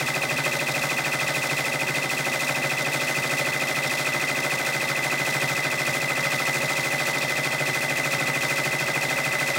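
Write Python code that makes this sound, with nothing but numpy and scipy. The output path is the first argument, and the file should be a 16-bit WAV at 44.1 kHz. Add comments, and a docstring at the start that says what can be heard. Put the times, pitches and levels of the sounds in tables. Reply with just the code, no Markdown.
"""An embroidery machine sews a triple running stitch at about 800 stitches a minute, heard from close by.
Each stitch opens with a soft thud of the needle bar; impacts start the linkage clattering and the head
ringing near 2 kHz. Two stepper motors chirp in turn, the shoved hoop booms and the stand hums. Last,
the thread rasps through the cloth. The hoop goes forward, forward, back, so the bass beats in threes.
The ringing grows over the first five seconds, and now and then the thread snags."""
import sys
import numpy as np
from scipy import signal
from scipy.fft import rfft, irfft, next_fast_len
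from scipy.io import wavfile
from scipy.ndimage import uniform_filter1d

SR = 44100
rng = np.random.default_rng(int(sys.argv[2]) if len(sys.argv) > 2 else 0)


def dump(signal):
    """Clip the signal to [-1, 1] and save it as 16-bit WAV at the path in sys.argv[1]."""
    limited = np.clip(np.atleast_2d(signal).T, -1, 1)
    pcm = np.round(limited * 32767).astype(np.int16)
    wavfile.write(sys.argv[1], SR, pcm)


N = 422478
FIRST_STITCH_S, STITCH_S = .05458, .0752006

# The three stitches of the pattern. Each row: direction (+1 forward, -1 back), hoop delay in ms,
# then level offsets in dB for hoop, second motor, clatter and thread.
TRIPLE_STITCH = [(1, 1, 0.5, -3, -0.02, 1.8), (1, -1, 2, -1.3, 0, -0.8), (-1, 0.04, 3, 0.6, 0, -0.6)]
# Contacts of needle bar, take-up lever and hook. Each row: time into the stitch in ms,
# levels in dB at bed, covers and steel, time to decay by 60 dB in ms.
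IMPACTS = [(5.01, -29, -34.5, -58, 51), (7.7, -45, -48, -31, 75), (20.5, -38, -39, -27.5, 23),
           (23.3, -30, -25, -27.5, 41), (28.87, -26.5, -27, -29, 44), (33, -41, -29.5, -30, 25),
           (36.27, -26, -30.5, -31.5, 23), (37.9, -26, -27, -31, 54), (46.2, -24.5, -40.5, -30, 42),
           (46.6, -48, -38, -36.5, 16), (57.1, -28.5, -45, -50, 47), (56.44, -29.5, -37, -58, 47)]
# Modes of stand, bed, plastic covers and steel parts.
# Each row: frequency in Hz, bandwidth in Hz, relative level in dB.
STAND_MODES = [(250, 24.5, 2), (287, 40, -2), (367, 52, -3.5)]
BED_MODES = [(482.4, 43, -4.5), (553.5, 23.7, 4), (606, 52, 0.5), (774, 85, -2.5), (902, 48, -4),
             (957, 19, -3)]
COVER_MODES = [(1104.4, 55, -2.5), (1242, 75, 0.5), (1333, 118, -2), (1514, 31, 1.5), (1604, 51, -1.5),
               (1794, 82, -1), (1938, 97, -1.5), (2094, 28, 3), (2333, 38, -2), (2664, 135, -5.5)]
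STEEL_MODES = [(3220, 125, -0.5), (3483, 40, 3), (3645, 42, 4), (4050, 106, 0), (4390, 75, -3),
               (4586, 50, -0.5), (4750, 99, -3.5), (5090, 53, -6), (5260, 110, -2), (5810, 53, -7)]
# Glides of the two hoop motors, the hoop's sway, the needle bar's thud and the stand's hum.
# Each row: time into the stitch in ms, frequency in Hz, level in dB.
FIRST_CHIRP = [(5.877, 1493, -63), (11.755, 2541, -31.5), (14.8, 2700, -24), (16.94, 2545, -19),
               (19.5, 2406, -28.5), (22.07, 2627, -22.5), (26.99, 1484, -51), (30.23, 1240, -29.5),
               (32.5, 750, -29.5)]
SECOND_CHIRP = [(25.94, 2238, -44), (29.95, 2505, -23), (33, 2475, -29), (36.56, 2472, -21.5),
                (37.15, 2592, -19), (38.44, 1040, -30), (39.02, 430, -29.5), (40.6, 430, -28.5),
                (44, 540, -52)]
HOOP_SWAY = [(29.52, 147, -49), (40.3, 142, -34.5), (49, 146, -29), (53.6, 139, -33), (65, 137, -35),
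             (80.4, 155, -39)]
NEEDLE_THUD = [(2, 118, -32.5), (7.7, 155, -48), (13.9, 148, -41.5), (25.7, 145, -42.5), (31.4, 380, -70)]
STAND_HUM = [(14.9, 381, -54), (22, 369.5, -38), (44.4, 364.3, -32.5), (54, 423, -44)]
# Jolts that excite the head. Each row: time into the stitch in ms, level in dB.
HEAD_JOLTS = [(5.42, -23.5), (7.99, -29.5), (19.89, -26.5), (22.4, -26), (32.78, -26.5), (49.44, -20.5),
              (58.81, -30), (69.18, -28)]
# Motor load, thread drag and snags as the hoop travels. Each row: time in seconds, level in dB.
MOTOR_LOAD = [(0, 1.5), (1.3, 1), (4.5, -.5), (7.3, -0.8), (9.5, 0)]
THREAD_DRAG = [(0, -41), (0.7, -31), (1.7, -36), (2.9, -32), (4.9, -34), (5.5, -30), (6.1, -34),
               (7.0, -29.5), (7.4, -35.5), (9.5, -36.5)]
THREAD_SNAGS = [(0.712, -30), (5.299, -30), (7.179, -29), (8.533, -34)]
# Spectra of steel ticks, thread and room. Each row: frequency in Hz, relative spectral density in dB.
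TICK_SPECTRUM = [(900, -42), (2000, -0.5), (2900, -2.5), (3400, -1.5), (4400, -2), (5400, -2), (6500, -2.5),
                 (7800, -3), (9700, -6.5), (10400, -9), (13000, -11.5), (15500, -10)]
THREAD_SPECTRUM = [(1500, -5), (3000, -15.5), (3650, 3.5), (4200, -2.5), (5400, -2.5), (7000, -7.5),
                   (10000, -11), (16000, -16)]
ROOM_SPECTRUM = [(20, 6), (40, -6), (65, -16), (90, -4), (190, 15), (400, -15), (1500, -23), (16000, -43)]


def linkage(stitch, ms):
    """Impact excitation: contacts drive each part's modes; the higher the sound, the less it repeats."""
    _, bed_db, cover_db, steel_db, _ = np.transpose(IMPACTS)
    stand = impact_force(stitch, ms, bed_db, floor_db=-23.5, alike=0.58, grain_db=0, spread_db=0.44)
    bed = impact_force(stitch, ms, bed_db, floor_db=-37, alike=0.55, grain_db=0.5, spread_db=0.5)
    covers = impact_force(stitch, ms, cover_db, floor_db=-36.5, alike=0.51, grain_db=0.6, spread_db=0.7)
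    ticks = impact_force(stitch, ms, steel_db, floor_db=-36.5, alike=0.43, grain_db=2, spread_db=0.78)
    rings = impact_force(stitch, ms, steel_db, floor_db=-36.5, alike=0.38, grain_db=1, spread_db=1.5)
    return (from_db(-16.5) * colour(stand, resonances(STAND_MODES))
            + from_db(-3) * colour(bed, resonances(BED_MODES))
            + from_db(-0.5) * colour(covers, resonances(COVER_MODES))
            + from_db(-1.45) * colour(ticks, spectrum(TICK_SPECTRUM))
            + from_db(-7.5) * colour(rings, resonances(STEEL_MODES)))


def impact_force(stitch, ms, levels_db, floor_db, alike, grain_db, spread_db):
    """Incoherent bursts add in power; the share `alike` of that power repeats in every stitch."""
    size = round(STITCH_S * SR)
    grid_ms = np.arange(size) * 1000 / SR
    power = from_db(floor_db) ** 2
    for (start_ms, *_, t60_ms), db in zip(IMPACTS, levels_db):
        age_ms = (grid_ms - start_ms) % grid_ms[-1]
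        power = power + from_db(db - 60 * age_ms / t60_ms) ** 2
    envelope = np.sqrt(power)
    push = rfft(envelope * grit(grain_db)[:size])
    push /= np.sqrt(uniform_filter1d(abs(push) ** 2, size=4))  # hard contacts have a flat spectrum
    repeated = rms_one(irfft(push, size)) * np.sqrt(power.mean())
    place = np.minimum(np.searchsorted(grid_ms, ms), size - 1)
    *_, clatter_db, _ = pattern(stitch)
    strength = stitch_gain(stitch, spread_db) * from_db(clatter_db)
    fresh = envelope[place] * grit(grain_db)
    return strength * (np.sqrt(alike) * repeated[place] + np.sqrt(1 - alike) * fresh)


def motors(stitch, ms):
    """A stepper sounds at its step rate, so it chirps as it speeds up and brakes; load sets the level."""
    *_, second_db, _, _ = pattern(stitch)
    first = glide(FIRST_CHIRP, ms) * stitch_gain(stitch, spread_db=0.5)
    second = glide(SECOND_CHIRP, ms) * stitch_gain(stitch, spread_db=1.5) * from_db(second_db)
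    load_db = np.interp(np.arange(N) / SR, *np.transpose(MOTOR_LOAD))
    return from_db(load_db) * (first + second)


def head(stitch, ms, mode_hz=2032.3, t60_s=0.054, rise_db_per_s=0.73, free_at_s=5.0):
    """Superposition: one damped mode is jolted again before it has died, giving a throbbing whistle."""
    period_ms = STITCH_S * 1000
    grid_ms = np.linspace(0, period_ms, num=8192)
    ring = 0
    for start_ms, db in HEAD_JOLTS:
        age_s = (grid_ms - start_ms) % period_ms / 1000
        ring = ring + from_db(db - 60 * age_s / t60_s) * np.sin(2 * np.pi * mode_hz * age_s)
    # as the hoop travels the head rings more freely, up to a steady level
    level_db = 1.45 - rise_db_per_s * np.maximum(free_at_s - np.arange(N) / SR, 0)
    return np.interp(ms, grid_ms, ring) * from_db(level_db) * stitch_gain(stitch, spread_db=0.8)


def hoop(stitch, ms, stiffest_s=3.6, boom_db_per_s=0.18):
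    """Transient vibration: a needle bar thud, then the hoop's sway, inverted on the back stitch."""
    direction, delay_ms, sway_db, *_ = pattern(stitch)
    play_ms = 0.31 * rng.standard_normal(stitch.max() + 2)[stitch]
    sway = np.sign(direction) * from_db(sway_db) * glide(HOOP_SWAY, ms - delay_ms - play_ms)
    # the hoop booms least in mid travel, where it is held most stiffly
    boom_db = -1.75 + boom_db_per_s * abs(np.arange(N) / SR - stiffest_s)
    return from_db(boom_db) * (sway * stitch_gain(stitch, spread_db=1.8) + glide(NEEDLE_THUD, ms))


def thread(stitch, ms, pull_ms=63.1, width_ms=6.0):
    """Friction noise: thread is drawn through the cloth late in each stitch; a snag rasps louder."""
    *_, thread_db = pattern(stitch)
    drag_db = np.interp(np.arange(N) / SR, *np.transpose(THREAD_DRAG)) + thread_db
    strength = from_db(drag_db - 2) * stitch_gain(stitch, spread_db=2.2)
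    for time_s, db in THREAD_SNAGS:
        strength[stitch == stitch[int(time_s * SR)]] = from_db(db)
    pull = np.exp(-.5 * ((ms - pull_ms) / width_ms) ** 2)
    return colour(strength * pull * grit(grain_db=4.5), spectrum(THREAD_SPECTRUM))


def stand_hum(stitch, ms):
    """Forced vibration: the drive shakes one low note out of the stand in every stitch."""
    return glide(STAND_HUM, ms) * stitch_gain(stitch, spread_db=1.5)


def room_rumble():
    """Ambient noise: faint and steady, with most of its power at low frequencies."""
    return from_db(-52) * colour(rng.standard_normal(N), spectrum(ROOM_SPECTRUM))


def shaft():
    """One turn makes one stitch: each sample's stitch number and the ms since that stitch began."""
    turns = (np.arange(N) / SR - FIRST_STITCH_S) / STITCH_S
    return np.floor(turns).astype(int), turns % 1 * STITCH_S * 1000


def pattern(stitch):
    """A period of three stitches: the columns of TRIPLE_STITCH at every sample."""
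    return np.array(TRIPLE_STITCH)[stitch % len(TRIPLE_STITCH)].T


def stitch_gain(stitch, spread_db):
    """Log-normal scatter: a random gain that holds for one stitch."""
    return from_db(spread_db * rng.standard_normal(stitch.max() + 2))[stitch]


def glide(rows, ms):
    """Phase is the integral of frequency: a tone that takes the same course in every stitch."""
    times_ms, hz, db = np.transpose(rows)
    grid_ms = np.arange(times_ms[0], times_ms[-1], 1000 / SR)
    phase = 2 * np.pi * np.cumsum(np.interp(grid_ms, times_ms, hz)) / SR
    tone = from_db(np.interp(grid_ms, times_ms, db)) * np.sin(phase)
    return np.interp(ms, grid_ms, tone, left=0, right=0)


def grit(grain_db):
    """Random amplitude modulation makes white noise grainy."""
    return rms_one(rng.standard_normal(N) * from_db(grain_db * rng.standard_normal(N)))


def resonances(modes):
    """Modal sum: the frequency response of parallel resonators of alternating sign."""
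    hz = np.fft.rfftfreq(next_fast_len(N, real=True), 1 / SR)
    return sum((-1) ** k * from_db(db) * 1j * hz * width / (centre ** 2 - hz ** 2 + 1j * hz * width)
               for k, (centre, width, db) in enumerate(modes))


def spectrum(points):
    """Spectral envelope: levels in dB joined along a logarithmic frequency axis."""
    hz, db = np.transpose(points)
    bins_hz = np.fft.rfftfreq(next_fast_len(N, real=True), 1 / SR)
    return from_db(np.interp(np.log(bins_hz + 1), np.log(hz), db))


def colour(x, response):
    """Linear filtering, scaled so that white noise keeps its power."""
    size = next_fast_len(N, real=True)
    return irfft(rfft(x, size) * response / np.sqrt(np.mean(abs(response) ** 2)), size)[:N]


def from_db(db):
    """Amplitude grows tenfold for every 20 dB."""
    return 10 ** (np.asarray(db) / 20)


def rms_one(x):
    """Normalisation to unit mean power."""
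    return x / np.sqrt(np.mean(x ** 2) + 1e-20)


def scene():
    """Sound pressures add: all parts keep time with the main shaft, over the room's rumble."""
    stitch, ms = shaft()
    parts = (linkage, motors, head, stand_hum, hoop, thread)
    return (room_rumble() + sum(part(stitch, ms) for part in parts))[None]


def record(dry, low_hz=69.6, high_hz=15800):
    """Band limiting: a small microphone thins the deep bass, and the top is cut steeply."""
    thin = signal.sosfilt(signal.butter(3, low_hz, "high", fs=SR, output="sos"), dry)
    return signal.sosfilt(signal.ellip(12, .1, 90, high_hz, fs=SR, output="sos"), thin)


dry = scene()
out = record(dry)
dump(out)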